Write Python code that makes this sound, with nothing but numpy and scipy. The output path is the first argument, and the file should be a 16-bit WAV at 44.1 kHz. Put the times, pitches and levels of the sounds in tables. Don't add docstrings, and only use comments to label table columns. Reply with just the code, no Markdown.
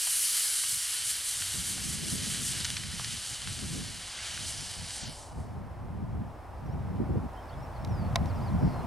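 import sys
import numpy as np
from scipy import signal
from scipy.fft import rfft, irfft, next_fast_len
from scipy.io import wavfile
from scipy.ndimage import uniform_filter1d

SR = 44100
rng = np.random.default_rng(int(sys.argv[2]) if len(sys.argv) > 2 else 0)


def decibels_to_gain(level_db):
    exponent = np.asarray(level_db, float) / 20
    return 10 ** exponent


def inscribe(sig):
    pcm = np.round(np.clip(np.atleast_2d(sig).T, -1, 1) * 32767)
    wavfile.write(sys.argv[1], SR, pcm.astype(np.int16))


N = 390726
T = np.arange(N) / SR
HZ = np.maximum(np.fft.rfftfreq(N, 1 / SR), 1)


def level(x):
    return x / np.sqrt(np.mean(x ** 2))


def along(points, hz):
    f, v = np.transpose(points)
    return np.interp(np.log(hz), np.log(f), v)


def curves(rows):
    s, *columns = np.transpose(rows)
    return [np.interp(T, s, c) for c in columns]


def walk(rate):
    hold = int(SR / rate)
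    steps = np.repeat(rng.standard_normal(N // hold + 1), hold)
    return level(uniform_filter1d(uniform_filter1d(steps, hold), hold)[:N])


def bands(x, colour, centres):
    spectrum = rfft(x) * decibels_to_gain(along(colour, HZ))
    parts = []
    for row in np.eye(len(centres)):
        weight = along(list(zip(centres, row)), HZ)
        parts.append(irfft(spectrum * weight, N))
    return parts


def coloured(colour):
    return level(bands(rng.standard_normal(N), colour, [1000])[0])


def band_rms(x, lo_hz, hi_hz):
    inside = (HZ > lo_hz) & (HZ < hi_hz)
    return np.sqrt(2 * np.sum(np.abs(rfft(x)[inside]) ** 2)) / N


def add(out, s, sound):
    i = int(s * SR)
    out[i:i + len(sound)] += sound[:N - i]


# t/s, level/dB, brightness/dB
JET_COURSE = [(0, -37.5, 0), (.25, -37, 2.5), (.9, -38, -1), (1.5, -39.5, -1.5), (2.2, -39.5, -2),
              (2.6, -37.5, -3), (2.86, -42, -6), (3.08, -40, -4), (3.42, -42.5, -2), (3.7, -42, -1.5),
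              (4.03, -44.5, -2.5), (4.24, -39, -5.5), (4.5, -42.5, 2), (4.8, -45, 1), (5.04, -45.5, 3),
              (5.19, -55, -4.5), (5.34, -68, 4), (5.7, -82, 3)]
# f/Hz, density/dB per Hz
JET_SPECTRUM = [(300, -27), (900, -23), (1500, -13), (2300, -11), (2600, -12.5), (3000, -4), (3450, -8.5),
                (4600, -5), (5200, -6.5), (7000, -6), (8300, -2), (9900, -1), (11500, -7.5), (15600, -30.5)]
# f/Hz, gain/dB per dB of brightness
JET_BEAM = [(1800, 0.06), (3200, 0), (5200, 0.66), (6900, 0.4), (9300, 1), (14000, 0.95)]
# f/Hz, gain/dB per s
AIR_LOSS = [(1800, 0.6), (3200, 0), (5200, 0), (6900, -1), (9300, -1.5), (14000, -5)]
# t/s, swell/dB
JET_SWELLS = [(.38, 1.5), (.73, 3.5), (1.01, -2.5), (1.09, 3.5), (1.21, -1.5), (1.29, 3), (1.42, 2),
              (1.56, 2), (1.69, 4.5), (1.79, -1.5), (1.9, 3), (2.01, -2.5), (2.13, 4.5), (2.21, -1.5),
              (2.32, 2.5), (2.47, 6), (3.03, 2.5), (3.13, 2), (3.3, 3), (3.44, -3), (3.75, 2), (4.19, -3.5),
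              (4.48, 4.5), (4.82, -2), (4.96, 3.5), (5.13, 5), (5.2, 9), (5.27, 6), (5.41, 7), (5.56, 5)]
# f/Hz, share/1
SWELL_SHARE = [(2600, 0), (4500, .3), (6500, .9), (10000, 1), (14000, 1.4)]
# t at 10 kHz/s, delay/s per octave down, width/s, depth/dB
WING_SHADOW = (5.04, .12, .035, -13)


def jet():
    level_db, bright_db = curves(JET_COURSE)
    shocks_per_s = 900
    shocks = (rng.random(N) < shocks_per_s / SR) * decibels_to_gain(3.19 * rng.exponential(size=N))
    shocks = shocks * rng.choice([-1, 1], N)
    source = rng.standard_normal(N) * decibels_to_gain(0.63 * walk(140)) + 1.14 * shocks
    centres = 500 * 2 ** (np.arange(16) / 3)
    swell_s, air_from_s = .045, .6
    swell_db = sum(db * np.exp(-((T - s) / swell_s) ** 2) for s, db in JET_SWELLS)
    parts = bands(source, JET_SPECTRUM, centres)
    flutter = walk(11)
    scale = band_rms(sum(parts), 2600, 6000)
    shadow_s, lag_s, width_s, depth_db = WING_SHADOW
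    out = 0
    for hz, part in zip(centres, parts):
        shadow_at = shadow_s + lag_s * np.log2(1e4 / hz)
        shadow_db = depth_db * np.exp(-((T - shadow_at) / width_s) ** 2) * (hz > 5500)
        db = along(JET_BEAM, hz) * bright_db + along(AIR_LOSS, hz) * (T - air_from_s)
        db = db + along(SWELL_SHARE, hz) * swell_db + shadow_db
        db = db + .4 * flutter + .7 * walk(10)
        out = out + part * decibels_to_gain(db)
    burnout = np.clip((JET_COURSE[-1][0] - T) / 0.2, 0, 1)
    return out / scale * decibels_to_gain(level_db) * burnout


# t/s, peak level/dB,
# low f/Hz, high f/Hz, decay t60/s
CRUMBS = [(.07, -34, 600, 2500, .04), (.635, -32, 1100, 3500, .03), (1.42, -25, 1300, 5000, .025),
          (1.779, -34, 600, 1500, .02), (2.346, -25, 1500, 5000, .015), (2.646, -21, 1500, 8000, .012),
          (2.650, -18, 1500, 6500, .03), (2.703, -15.5, 1800, 8500, .003), (2.767, -22.5, 1500, 5500, .022),
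          (2.836, -31, 900, 3000, .012), (2.929, -35, 1000, 3000, .01), (2.996, -28.5, 480, 1800, .014),
          (3.045, -21, 1600, 5500, .015), (3.473, -24, 1000, 4000, .015), (3.59, -28, 1500, 6000, .01),
          (4.189, -29, 1500, 6000, .01), (4.375, -26, 1200, 4000, .015), (4.906, -28, 1500, 6000, .01)]


def spits():
    out, t = np.zeros(N), np.arange(2000) / SR
    noises = rng.standard_normal((len(CRUMBS), len(t)))
    for (s, db, low, high, t60), noise in zip(CRUMBS, noises):
        attack = np.minimum(t / (.12 * t60), 1) ** 2
        burst = noise * attack * np.exp(-np.log(1000) * t / t60)
        band = signal.butter(3, [low, high], "band", fs=SR, output="sos")
        burst = signal.sosfilt(band, burst)
        add(out, s - 0.069 * t60, burst / np.abs(burst).max() * decibels_to_gain(db))
    return out


# t/s, echo lag/ms
ECHO_LAG = [(0, 9.6), (.75, 10.2), (1.3, 10.2), (2.2, 10.9), (4.2, 10.4), (5.7, 10.1)]


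def ground(sky):
    lag = curves(ECHO_LAG)[0] * SR / 1000
    echo = np.interp(np.arange(N) - lag, np.arange(N), sky, left=0)
    return decibels_to_gain(-5.5) * signal.sosfilt(signal.butter(1, 1400, fs=SR, output="sos"), echo)


# t/s, level/dB, edge/dB
BREEZE_COURSE = [(0, -64.5, -25), (1.25, -66, -8), (1.6, -48, 3), (2.15, -39.5, 11.5), (2.6, -43.5, 1),
                 (3.15, -44.5, -3.5), (3.28, -61, -13), (3.75, -37, 7.5), (4.15, -62, -7),
                 (4.42, -46.5, 0.5), (5.25, -55, -15), (6.05, -36, 0), (6.46, -56, -11), (6.7, -34, -4),
                 (7.15, -36.5, 8.5), (7.38, -55, -16), (8.05, -30.5, -6.5), (8.86, -36, -3)]
# middle t/s, length/s, level/dB, edge/dB
BUFFET_EVENTS = [(0.743, 0.047, -52.5, -5), (1.076, 0.12, -56.5, -17), (1.407, 0.12, -53.5, -12),
                 (1.576, 0.054, -42.5, 3), (1.904, 0.041, -41.5, -3), (2.142, 0.033, -39, 10),
                 (2.89, 0.029, -44, -22), (3.32, 0.021, -47, -2.5), (3.5, 0.058, -41, -4.5),
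                 (3.641, 0.022, -39, 7), (3.777, 0.041, -49, 9), (4.604, 0.033, -46, -5),
                 (4.818, 0.033, -43.5, -2), (5.072, 0.053, -43, 2), (5.39, 0.035, -36, -2),
                 (5.535, 0.16, -41.5, 2.5), (5.783, 0.045, -49, -23), (6.175, 0.074, -34, 2),
                 (6.26, 0.046, -41, -4), (6.82, .04, -49, -7), (7.017, 0.022, -31.5, 12),
                 (7.158, 0.017, -25.5, 10), (7.103, 0.023, -32, 6), (7.241, 0.032, -35, 3),
                 (7.58, .08, -42, -23), (7.915, 0.04, -31.5, -3), (8.215, 0.044, -30, -4),
                 (8.355, 0.026, -41, -1), (8.555, 0.034, -27, -2), (8.653, 0.031, -23.5, 6)]


def gusts():
    level_db, edge_db = curves(BREEZE_COURSE)
    power = decibels_to_gain(2 * level_db)
    edge = power * edge_db
    fall_db_s = 365
    for s, length, db, buffet_edge in BUFFET_EVENTS:
        outside_s = np.maximum(np.abs(T - s) - length / 2, 0)
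        push = decibels_to_gain(2 * (db - fall_db_s * outside_s))
        power, edge = power + push, edge + push * buffet_edge
    return 10 * np.log10(power), edge / power


# f/Hz, density/dB per Hz
WIND_SPECTRUM = [(11, -61), (18, -18.5), (92, 3.5), (176, -3), (236, -8), (291, -14.5), (412, -21),
                 (500, -25.5), (650, -30), (1100, -120)]
# f/Hz, side minus mid level/dB
WIND_WIDTH = [(25, -11), (60, -9.5), (125, -4), (250, 3), (500, -1)]


def wind():
    level_db, edge_db = gusts()
    centres = 25 * 2 ** (np.arange(10) / 2)
    mid, other = (bands(rng.standard_normal(N), WIND_SPECTRUM, centres) for _ in range(2))
    lumps, thumps, out = walk(25), walk(45), 0
    for hz, m, o in zip(centres, mid, other):
        high = along([(110, 0), (190, .6), (300, 0.99)], hz)
        db = high * (edge_db + 1.8 * thumps) + 1.6 * lumps + 1.1 * walk(20)
        quarter_late = signal.hilbert(m, next_fast_len(N))[:N].imag
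        side = decibels_to_gain(along(WIND_WIDTH, hz)) * (.65 * quarter_late + .65 * o)
        out = out + decibels_to_gain(db) * (m + side * np.array([[-1], [1]]))
    core = out.mean(axis=0)
    strength = np.sqrt(uniform_filter1d(core ** 2, size=int(.07 * SR)))
    return out / strength * decibels_to_gain(np.minimum(level_db, -24) - .6)


# t/s, peak level/dB, brightness/1
BODY_KNOCKS = [
    (7.848, -35, .85),
    (7.874, -47, .7),
    (8.158, -12, .58),
    (8.258, -35.5, .85),
]
# f/Hz, density/dB per Hz
SHELL_RESPONSE = [(240, -43), (400, -13), (653, 0), (1360, -4), (1630, -10), (2150, -2), (2840, -14),
                  (3850, -4), (4160, -9), (5560, -11), (7440, -23), (11800, -29), (15500, -46)]
# f/Hz, level/dB, t60/s
PANEL_MODES = [(673, -9, .048), (1039, -11, .045), (2180, -9, .026)]


def clicks():
    out, t = np.zeros(N), np.arange(2048) / SR
    hz = np.maximum(np.fft.rfftfreq(len(t), 1 / SR), 1)
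    ring = 0
    for f, g, t60 in PANEL_MODES:
        ring = ring + decibels_to_gain(g) * np.sin(2 * np.pi * f * t) * np.exp(-np.log(1000) * t / t60)
    noises = rng.standard_normal((len(BODY_KNOCKS), len(t)))
    for (s, db, bright), noise in zip(BODY_KNOCKS, noises):
        shell = decibels_to_gain(along(SHELL_RESPONSE, hz) + 12 * (bright - .5) * np.log2(hz / 2000))
        rattle = rfft(noise * np.minimum(t / .002, 1) ** 3 * np.exp(-t / .0022))
        rattle /= np.sqrt(uniform_filter1d(np.abs(rattle) ** 2, size=25))
        sound = irfft(rattle * shell, len(t)) * np.clip(t / .001, 0, 1) * np.exp(-t / .01)
        sound = sound / np.abs(sound).max()
        sound = sound + 3.6 * (1 - bright) * ring * np.minimum(t / .006, 1) ** 2
        add(out, s - .0017, sound / np.abs(sound).max() * decibels_to_gain(db))
    return out


# start t/s, length/s, first f/Hz, middle f/Hz, last f/Hz
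CLOSEST_BIRD = [
    (7.522, .028, 3650, 3450, 3150),
    (8.452, .06, 4980, 4300, 3350),
]
NEAR_BIRD = [(7.362, .045, 2950, 3150, 3150), (7.495, .032, 2250, 3000, 3300),
             (7.482, .03, 5750, 4450, 4850), (7.875, .215, 6100, 4800, 4400),
             (8.266, .057, 6350, 4900, 3900), (8.394, .07, 3550, 4850, 4900)]
MIDDLE_BIRD = [(7.622, .04, 5700, 5450, 5500), (7.74, .045, 4900, 4450, 3900),
               (8.144, .04, 3850, 3970, 4000), (8.352, .04, 6000, 5050, 4500),
               (8.72, .115, 4350, 4170, 4170)]
FAR_BIRD = [(6.66, .02, 5600, 5800, 5600), (6.685, .055, 4800, 5400, 5800), (7.345, .03, 2200, 2830, 3130),
            (7.56, .065, 5150, 5100, 5160), (7.635, .04, 2550, 2700, 2550), (7.79, .06, 5200, 5400, 5000),
            (8.52, .03, 5300, 5750, 5500), (8.835, .025, 5200, 5200, 5250)]
# start t/s, length/s, first f/Hz, last f/Hz, sweep rate/Hz, sweep f/Hz, level/dB
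BUZZY_TRILL = (8.585, .19, 5300, 4500, 140, 900, -60.5)


def birds():
    out, waver = np.zeros(N), 1 + .004 * walk(150)
    flock = ((CLOSEST_BIRD, -58), (NEAR_BIRD, -61), (MIDDLE_BIRD, -64), (FAR_BIRD, -70))
    for notes, db in flock:
        for s, length, first, middle, last in notes:
            u = np.arange(int(length * SR)) / (length * SR)
            glide = np.polyfit([0, .5, 1], [first, middle, last], 2)
            hz = np.polyval(glide, u) * waver[int(s * SR):][:len(u)]
            shape = np.sin(np.pi * u ** 1.2) ** 0.51
            add(out, s, np.sqrt(2) * decibels_to_gain(db) * shape * np.sin(2 * np.pi * np.cumsum(hz) / SR))
    out = out * decibels_to_gain(1.5 * walk(130) - 1.5)
    s, length, first, last, rate, sweep, db = BUZZY_TRILL
    u = np.arange(int(length * SR)) / (length * SR)
    cycle = u * length * rate % 1
    hz = first + (last - first) * u + sweep * (2 * cycle - 1)
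    shape = (np.sin(np.pi * u) * np.sin(np.pi * cycle)) ** .6
    add(out, s, np.sqrt(2) * decibels_to_gain(db) * shape * np.sin(2 * np.pi * np.cumsum(hz) / SR))
    tail = rng.standard_normal(2500) * np.exp(-np.arange(2500) / (.012 * SR))
    return out + decibels_to_gain(-33) * signal.fftconvolve(out, tail)[:N]


# t/s, level/dB
ROAD_COURSE = [(0, -89), (1.5, -59.5), (2.93, -62.5), (4.12, -58.5), (4.91, -56), (5.4, -51.5), (6.07, -52),
               (7.85, -46.5), (8.15, -44), (8.86, -43)]
# f/Hz, density/dB per Hz
ROAD_SPECTRUM = [(150, -11), (250, -2), (420, -5.5), (740, 1.5), (980, -2), (1300, -9), (1900, -16.5),
                 (2500, -22), (3500, -34), (5000, -50)]
# f/Hz, density/dB per Hz
RUMBLE_SPECTRUM = [(15, -7), (30, 1), (55, 7.5), (100, 2.5), (200, -53), (700, -91.5)]
# f/Hz, density/dB per Hz
HISS_SPECTRUM = [(1500, 0), (3000, 1), (5300, -1), (6800, -5.5), (9300, -4), (12000, -9), (15700, -11)]
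# f/Hz, width/Hz, level relative to the road/dB
INSECT_LINE = (5250, 120, -32)


def field():
    road_db = curves(ROAD_COURSE)[0] - 4 * np.clip(1 - T / 3, 0, 1)
    centres = 300 * 2 ** (np.arange(8) / 2)
    mid, side = (
        sum(b * decibels_to_gain(0.39 * walk(5)) for b in bands(rng.standard_normal(N), ROAD_SPECTRUM, centres))
        for _ in range(2))
    scale = band_rms(mid, 500, 1000)
    hiss, hiss_side = (coloured([(700, -36)] + HISS_SPECTRUM) for _ in range(2))
    hiss_side = signal.sosfilt(signal.butter(4, 8500, fs=SR, output="sos"), hiss_side)
    hz, width, db = INSECT_LINE
    line = np.exp(-((HZ - hz) / width) ** 2)
    insect = level(irfft(rfft(rng.standard_normal(N)) * line, N)) * decibels_to_gain(db + 1.1 * walk(12))
    rumble, rumble_side = (coloured(RUMBLE_SPECTRUM) for _ in range(2))
    rumble = decibels_to_gain(0.5 - 1.15 * (T - 7)) * rumble
    centre = mid / scale + decibels_to_gain(-17.0) * hiss + insect + rumble
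    apart = decibels_to_gain(-10) * side / scale + decibels_to_gain(-26) * hiss_side + decibels_to_gain(-9) * rumble_side
    return decibels_to_gain(road_db) * np.array([centre + apart, centre - apart])


# f/Hz, side minus mid level/dB
PORT_DIFFERENCE = [(1200, -34), (2300, -21.5), (3000, -28.5), (4100, -17), (5300, -30), (7000, -18.5),
                   (8500, -32.5), (10000, -34.5)]


def scene():
    roar, crumbs = jet(), spits()
    sky = roar + crumbs + ground(roar + .5 * crumbs)
    lagged = irfft(1j * rfft(sky) * decibels_to_gain(along(PORT_DIFFERENCE, HZ)), N) * decibels_to_gain(1.1 * T)
    knock = clicks()
    wide = lagged + decibels_to_gain(-11) * np.roll(knock, 5)
    return sky + knock + birds() + np.array([wide, -wide]) + wind() + field()


def mask_top(x, under_db):
    hz, _, z = signal.stft(x, SR, nperseg=2048)
    power = uniform_filter1d(np.mean(np.abs(z) ** 2, axis=0), size=24, axis=0)
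    bright = power[(hz > 3000) & (hz < 11000)].mean(axis=0)
    heard = (power > bright * decibels_to_gain(-2 * under_db)) | (hz < 12000)[:, None]
    heard = np.cumprod(heard, axis=0)
    return signal.istft(z * heard, SR, nperseg=2048)[1][:, :N]


def low_pass(x):
    return signal.sosfilt(signal.butter(12, 15720, fs=SR, output="sos"), x)


def record(dry):
    finished = mask_top(dry, under_db=29)
    return low_pass(finished)


dry = scene()
out = record(dry)
inscribe(out)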